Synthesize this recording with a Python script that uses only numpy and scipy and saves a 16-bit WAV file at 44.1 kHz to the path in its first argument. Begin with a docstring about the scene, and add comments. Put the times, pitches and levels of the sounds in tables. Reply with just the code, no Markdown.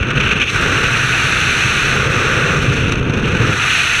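"""Freefall, heard from a small camera worn by a skydiver. At first the flow is broken and gusts slap by.
From 0.6 s air tears steadily past the housing and rushes in its resonances, while eddies buffet the
microphone port and rumble in a low cavity; grazing air adds a howl, strongest from 2 to 2.6 s.
Then, as the body turns or the arms come forward, the flow breaks up: the rush dulls and flutters,
the buffeting grows and big eddies thump. From 3.6 s the buffeting recedes and the rush is bright."""
import sys
import numpy as np
from scipy import signal
from scipy.fft import rfft, irfft
from scipy.io import wavfile
from scipy.ndimage import uniform_filter1d, minimum_filter1d, map_coordinates

SR = 44100
rng = np.random.default_rng(int(sys.argv[2]) if len(sys.argv) > 2 else 0)


def wav_record(signal):
    """Record a signal, one row per channel, as 16-bit PCM in the file named by sys.argv[1]."""
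    frames = np.transpose(np.atleast_2d(signal))
    bounded = np.clip(frames, -1, 1)
    # unit amplitude maps onto the largest positive 16-bit level
    quanta = np.round(bounded * 32767).astype(np.int16)
    wavfile.write(sys.argv[1], SR, quanta)


N = 176400
TIME = np.arange(N) / SR
HZ = np.fft.rfftfreq(N, 1 / SR) + 1e-3

# Base levels of the rush: time_s, lower_resonance_db, upper_resonance_db, hiss_db
RUSH_LEVELS = [(0.0, -25.5, -23, -55.5), (0.14, -24.5, -28, -58.5), (0.29, -22, -19, -44),
               (0.38, -22.5, -20, -50), (0.47, -27.5, -17, -46.5), (0.52, -27, -24, -41),
               (0.56, -17.5, -20.5, -40), (0.98, -18, -19.5, -39), (1.2, -18, -18.6, -37.5),
               (1.62, -18.5, -17.5, -37), (1.93, -18.0, -19.7, -38), (2.0, -18.3, -20.5, -40.5),
               (2.11, -19.5, -21.5, -40.5), (2.25, -17.3, -20, -40), (2.56, -18, -21.5, -41.5),
               (2.6, -22, -23, -43.5), (2.83, -23.5, -21.5, -45.5), (3.05, -27.5, -28, -58),
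               (3.25, -25, -24.5, -50.5), (3.48, -19, -22.5, -43), (3.58, -20, -22.1, -39.2),
               (3.63, -17.6, -18.5, -38), (3.76, -19.5, -15.2, -35.5), (4.0, -19, -16.5, -35.5)]
# Base levels of the buffeting: time_s, rumble_db, cavity_note_db, roar_db
BUFFET_LEVELS = [(0.0, -39, -22, -28.5), (0.18, -23.5, -22.5, -26.5), (0.38, -25.5, -26, -27),
                 (0.48, -31.5, -33.5, -32), (0.66, -23.5, -24, -24), (1.0, -29.8, -22.5, -31),
                 (1.4, -28.0, -25.5, -30), (1.82, -28, -25.5, -29), (1.95, -25.5, -21.0, -25),
                 (2.35, -27.5, -22.5, -25), (2.65, -22, -17, -25), (3.05, -23.0, -21.5, -24.5),
                 (3.5, -23, -16, -23), (3.6, -31.5, -28.5, -32.5), (3.75, -33.5, -29.5, -35),
                 (4.0, -31.7, -34.5, -37)]
# How broken the flow is, before each band's weighting: time_s, flutter_depth_db
FLUTTER_DEPTH = [(0, 3), (.48, 2.8), (.6, 1.05), (1.8, -0.25), (2.55, 0.5), (2.62, 1.2), (3.15, 3.5),
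                 (3.55, 0.8), (4, -0.9)]
# How obliquely air meets the housing (0 head-on, 1 grazing): time_s, grazing_fraction
FLOW_GRAZING = [(0, 0.51), (.5, 0.43), (.6, 0.84), (.88, 0.85), (1.0, 0.07), (1.9, 0.04), (1.97, 0.95),
                (2.55, 1), (2.62, 0.49), (3.5, .6), (3.65, 0.01), (4, 0)]
# Gusts in the rush, before each band's weighting: centre_s, length_s, body_lift_db, treble_lift_db
GUST_SWELLS = [(0.031, .016, 3, 4), (0.111, 0.017, 9.5, 14), (0.169, 0.023, 9.5, 14.5),
               (0.209, 0.009, 6, 9), (0.236, 0.037, 4.5, 5), (0.268, 0.017, 6, -5), (0.318, 0.041, 4.5, -1),
               (0.422, 0.017, 9.5, 5), (.499, 0.01, 5, 5), (2.924, 0.0063, 3, 19), (3.172, 0.0067, -4, 0),
               (3.284, 0.007, 8.5, 9)]
# Lulls where the flow lets go, weighted like the gusts: centre_s, length_s, drop_db
FLOW_LULLS = [(0.343, 0.015, 3), (0.457, .012, 7), (.522, 0.011, 2), (2.088, 0.02, 6), (2.591, 0.024, 1.5),
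              (3.036, 0.0088, 5), (3.883, 0.089, 1.5)]
# Spectrum of air noise in the housing: frequency_hz, density_db
HOUSING_SPECTRUM = [(500, -9.5), (700, -14.5), (830, -17), (940, -11.5), (1020, -19), (1190, -4),
                    (1340, -2), (1490, 2.5), (1700, -3), (2120, -9.5), (2430, 0.5), (2580, 2), (2800, -2.5),
                    (3140, -10), (3700, -11.5), (4080, -11.5), (4450, -18), (4850, -28), (5150, -26.5),
                    (5590, -17), (6330, -13.5), (6520, -21), (6860, -27), (8210, -29), (9000, -33.5),
                    (9580, -39), (10500, -41.5), (11100, -43), (12800, -44.5), (15000, -51)]
# Spectrum of the buffeted cavity: frequency_hz, density_db
CAVITY_SPECTRUM = [(10, -17), (22, -4), (43, 0), (70, 1.5), (100, 4), (175, -5), (230, -6), (313, -10),
                   (400, -9), (470, -9.5), (590, -20.5), (800, -27), (1200, -22)]
# Narrow modes of the housing, relative to their drive: pitch_hz, width_hz, level_db
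HOUSING_MODES = [(3575, 130, -18.5), (6340, 110, -22.5), (10450, 330, -38.5)]
# Big eddies striking the port: centre_s, pitch_hz, peak_db
EDDY_THUMPS = [(0.019, 70, -10), (0.169, 127, -8.5), (0.259, 130, -21), (0.559, 116, -15),
               (1.051, 131, -15), (1.66, 125, -14), (2.07, 114, -13), (2.378, 135, -13), (2.453, 143, -9.5),
               (2.577, 140, -7), (2.691, 115, -15), (2.845, 109, -10), (2.942, 109, -12.5),
               (3.014, 90, -13), (3.164, 130.1, -9), (3.405, 109, -14)]

LOWER_TOP_HZ, UPPER_TOP_HZ, EDGE_TOP_HZ = 2053, 3400, 6940   # band limits of the rush
RUMBLE_TOP_HZ, BOOM_LOW_HZ, BOOM_TOP_HZ, ROAR_TOP_HZ = 113, 157.5, 315, 1200
LOWER_FLATTENING, EDGE_FLATTENING = .04, .022   # share of pitch lost in fully grazing air
FLUTTER_HZ, CRACKLE_HZ, CRACKLE_DB = 59, 660, 0.7
BROKEN_DB = 2.5   # flutter depth at which the narrow modes ring fully
THUMP_LENGTH_S, FADE_S, CUTOFF_HZ = .018, .002, 15250


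def from_db(db):
    """Amplitude grows tenfold for every 20 dB."""
    return 10 ** (np.asarray(db) / 20)


def in_time(rows):
    """Linear interpolation gives each column of a curve at every sample."""
    times_s, *columns = np.transpose(rows)
    return [np.interp(TIME, times_s, column) for column in columns]


def swell(centre_s, length_s):
    """A Gaussian pulse of height 1, length_s wide at half height."""
    return .5 ** ((2 * (TIME - centre_s) / length_s) ** 2)


def drift(rate_hz):
    """Band-limited noise of rms 1 fluctuates mostly between a tenth of rate_hz and rate_hz."""
    spectrum = rfft(rng.standard_normal(N))
    wander = irfft(spectrum * HZ / (HZ + rate_hz / 10) / (1 + (HZ / rate_hz) ** 2), N)
    return wander / np.sqrt(np.mean(wander ** 2) + 1e-20)


def band(spectrum, low_hz, high_hz):
    """A steep band-pass response isolates one stretch of a spectrum."""
    frequency_hz, density_db = np.transpose(spectrum)
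    gain = from_db(np.interp(np.log(HZ), np.log(frequency_hz), density_db))
    return gain / np.sqrt((1 + (low_hz / HZ) ** 24) * (1 + (HZ / high_hz) ** 24))


def resonance(centre_hz, width_hz):
    """Two like resonators in cascade: the gain falls to a third about width_hz off centre."""
    return 1 / (1 + 2 * ((HZ - centre_hz ** 2 / HZ) / (2 * width_hz)) ** 2)


def air_noise(gain, steady_s):
    """Source and filter: white noise is shaped by a gain, then divided by its running rms."""
    noise = irfft(rfft(rng.standard_normal(N)) * gain, N)
    size = max(int(steady_s * SR), 2)
    power = uniform_filter1d(uniform_filter1d(noise ** 2, size), size)
    return noise / np.sqrt(power + 1e-20)


def detune(noise, speed):
    """Time scaling: reading a noise at a changing speed moves its frequencies in proportion."""
    return map_coordinates(noise, [np.cumsum(speed)], order=3, mode="wrap")


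def rush(flutter_db, grazing):
    """Broadband excitation: fast air drives the housing resonances; gusts and flutter modulate them."""
    lower_db, upper_db, hiss_db = in_time(RUSH_LEVELS)
    lull_db = sum(db * swell(s, length) for s, length, db in FLOW_LULLS)
    body_db = sum(db * swell(s, length) for s, length, db, _ in GUST_SWELLS) - lull_db
    treble_db = sum(db * swell(s, length) for s, length, _, db in GUST_SWELLS) - lull_db
    lower = air_noise(band(HOUSING_SPECTRUM, 620, LOWER_TOP_HZ), steady_s=.032)
    lower = detune(lower, 1 - LOWER_FLATTENING * grazing)
    lower *= from_db(lower_db - .53 + .66 * body_db + .57 * flutter_db + .68 * drift(41))
    # Smooth fast flow fills the hollow between the two resonances.
    fill = air_noise(resonance(centre_hz=1986, width_hz=470), steady_s=.069)
    fill *= from_db(2.5 + .53 * hiss_db + .47 * lower_db + .31 * flutter_db)
    upper = air_noise(band(HOUSING_SPECTRUM, LOWER_TOP_HZ, UPPER_TOP_HZ), steady_s=.069)
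    upper *= from_db(upper_db - .64 + body_db + .61 * flutter_db + 1.24 * drift(34))
    # The edge lies between the upper resonance and the hiss, and follows both.
    edge_db = 5.5 + .7 * hiss_db + .3 * upper_db
    edge = air_noise(band(HOUSING_SPECTRUM, UPPER_TOP_HZ, EDGE_TOP_HZ), steady_s=.12)
    edge = detune(edge, 1 - EDGE_FLATTENING * grazing)
    edge *= from_db(edge_db + .8 * treble_db + 1.18 * flutter_db + .31 * drift(120))
    sizzle = air_noise(resonance(centre_hz=10360, width_hz=590), steady_s=.05)
    sizzle *= from_db(-10 - 7 * grazing)
    hiss = air_noise(band(HOUSING_SPECTRUM, EDGE_TOP_HZ, SR / 2), steady_s=.04) + sizzle
    hiss *= from_db(hiss_db + 1.4 + .8 * treble_db + flutter_db)
    crackle = from_db(CRACKLE_DB * drift(CRACKLE_HZ))
    return (lower + fill + upper + edge + hiss) * crackle


def buffeting(depth_db, flutter_db, grazing):
    """Cavity resonance: eddies on the port drive a rumble and a throbbing note; grazing air howls."""
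    rumble_db, note_db, roar_db = in_time(BUFFET_LEVELS)
    rumble = air_noise(band(CAVITY_SPECTRUM, 12, RUMBLE_TOP_HZ), steady_s=.1)
    rumble *= from_db(rumble_db + .7)
    note = air_noise(resonance(centre_hz=126.8, width_hz=29.7), steady_s=.19)
    note *= from_db(note_db - 1)
    mean_db = (rumble_db + note_db + roar_db) / 3
    boom = air_noise(band(CAVITY_SPECTRUM, BOOM_LOW_HZ, BOOM_TOP_HZ), steady_s=.18)
    boom *= from_db(mean_db - 3 + depth_db + .69 * flutter_db)
    roar_gain = from_db(roar_db - .63 + .5 * flutter_db + .85 * drift(40))
    roar = roar_gain * air_noise(band(CAVITY_SPECTRUM, BOOM_TOP_HZ, ROAR_TOP_HZ), steady_s=.062)
    howl = air_noise(resonance(centre_hz=489, width_hz=75), steady_s=.025)
    howl *= from_db(roar_db - 2 - 18.5 * (1 - grazing))
    return rumble + note + boom + roar + howl


def housing_rings(depth_db, flutter_db):
    """Forced vibration: broken flow rings narrow modes of the housing, which fade as it smooths."""
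    _, upper_db, _ = in_time(RUSH_LEVELS)
    drive_db = upper_db + flutter_db - np.maximum(BROKEN_DB - depth_db, 0)
    modes = sum(from_db(db) * air_noise(resonance(hz, width_hz), steady_s=.056)
                for hz, width_hz, db in HOUSING_MODES)
    return from_db(drive_db) * modes


def eddy_thumps():
    """Pressure transients: each big eddy swings the pressure at the port in a short wave packet."""
    phases = rng.uniform(0, 2 * np.pi, len(EDDY_THUMPS))
    return sum(from_db(db) * swell(s, THUMP_LENGTH_S) * np.sin(2 * np.pi * hz * (TIME - s) + phase)
               for (s, hz, db), phase in zip(EDDY_THUMPS, phases))


def scene():
    """Superposition: the sources add, and one turbulent flutter shakes rush, buffeting and rings."""
    depth_db, = in_time(FLUTTER_DEPTH)
    grazing, = in_time(FLOW_GRAZING)
    flutter_db = depth_db * drift(FLUTTER_HZ)
    air = rush(flutter_db, grazing) + buffeting(depth_db, flutter_db, grazing) + eddy_thumps()
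    return (air + housing_rings(depth_db, flutter_db))[None]


def record(dry):
    """Peak limiting: a fast gain dip holds the peaks; the ends fade and a low-pass cuts the top."""
    gain = np.minimum(1, .88 / (np.abs(dry) + 1e-9))
    gain = uniform_filter1d(minimum_filter1d(gain, size=220), size=220)
    fade = np.minimum(1, np.minimum(TIME, TIME[::-1]) / FADE_S)
    low_pass = signal.ellip(12, .1, 90, CUTOFF_HZ, fs=SR, output="sos")
    return signal.sosfilt(low_pass, dry * gain * fade)


dry = scene()
out = record(dry)
wav_record(out)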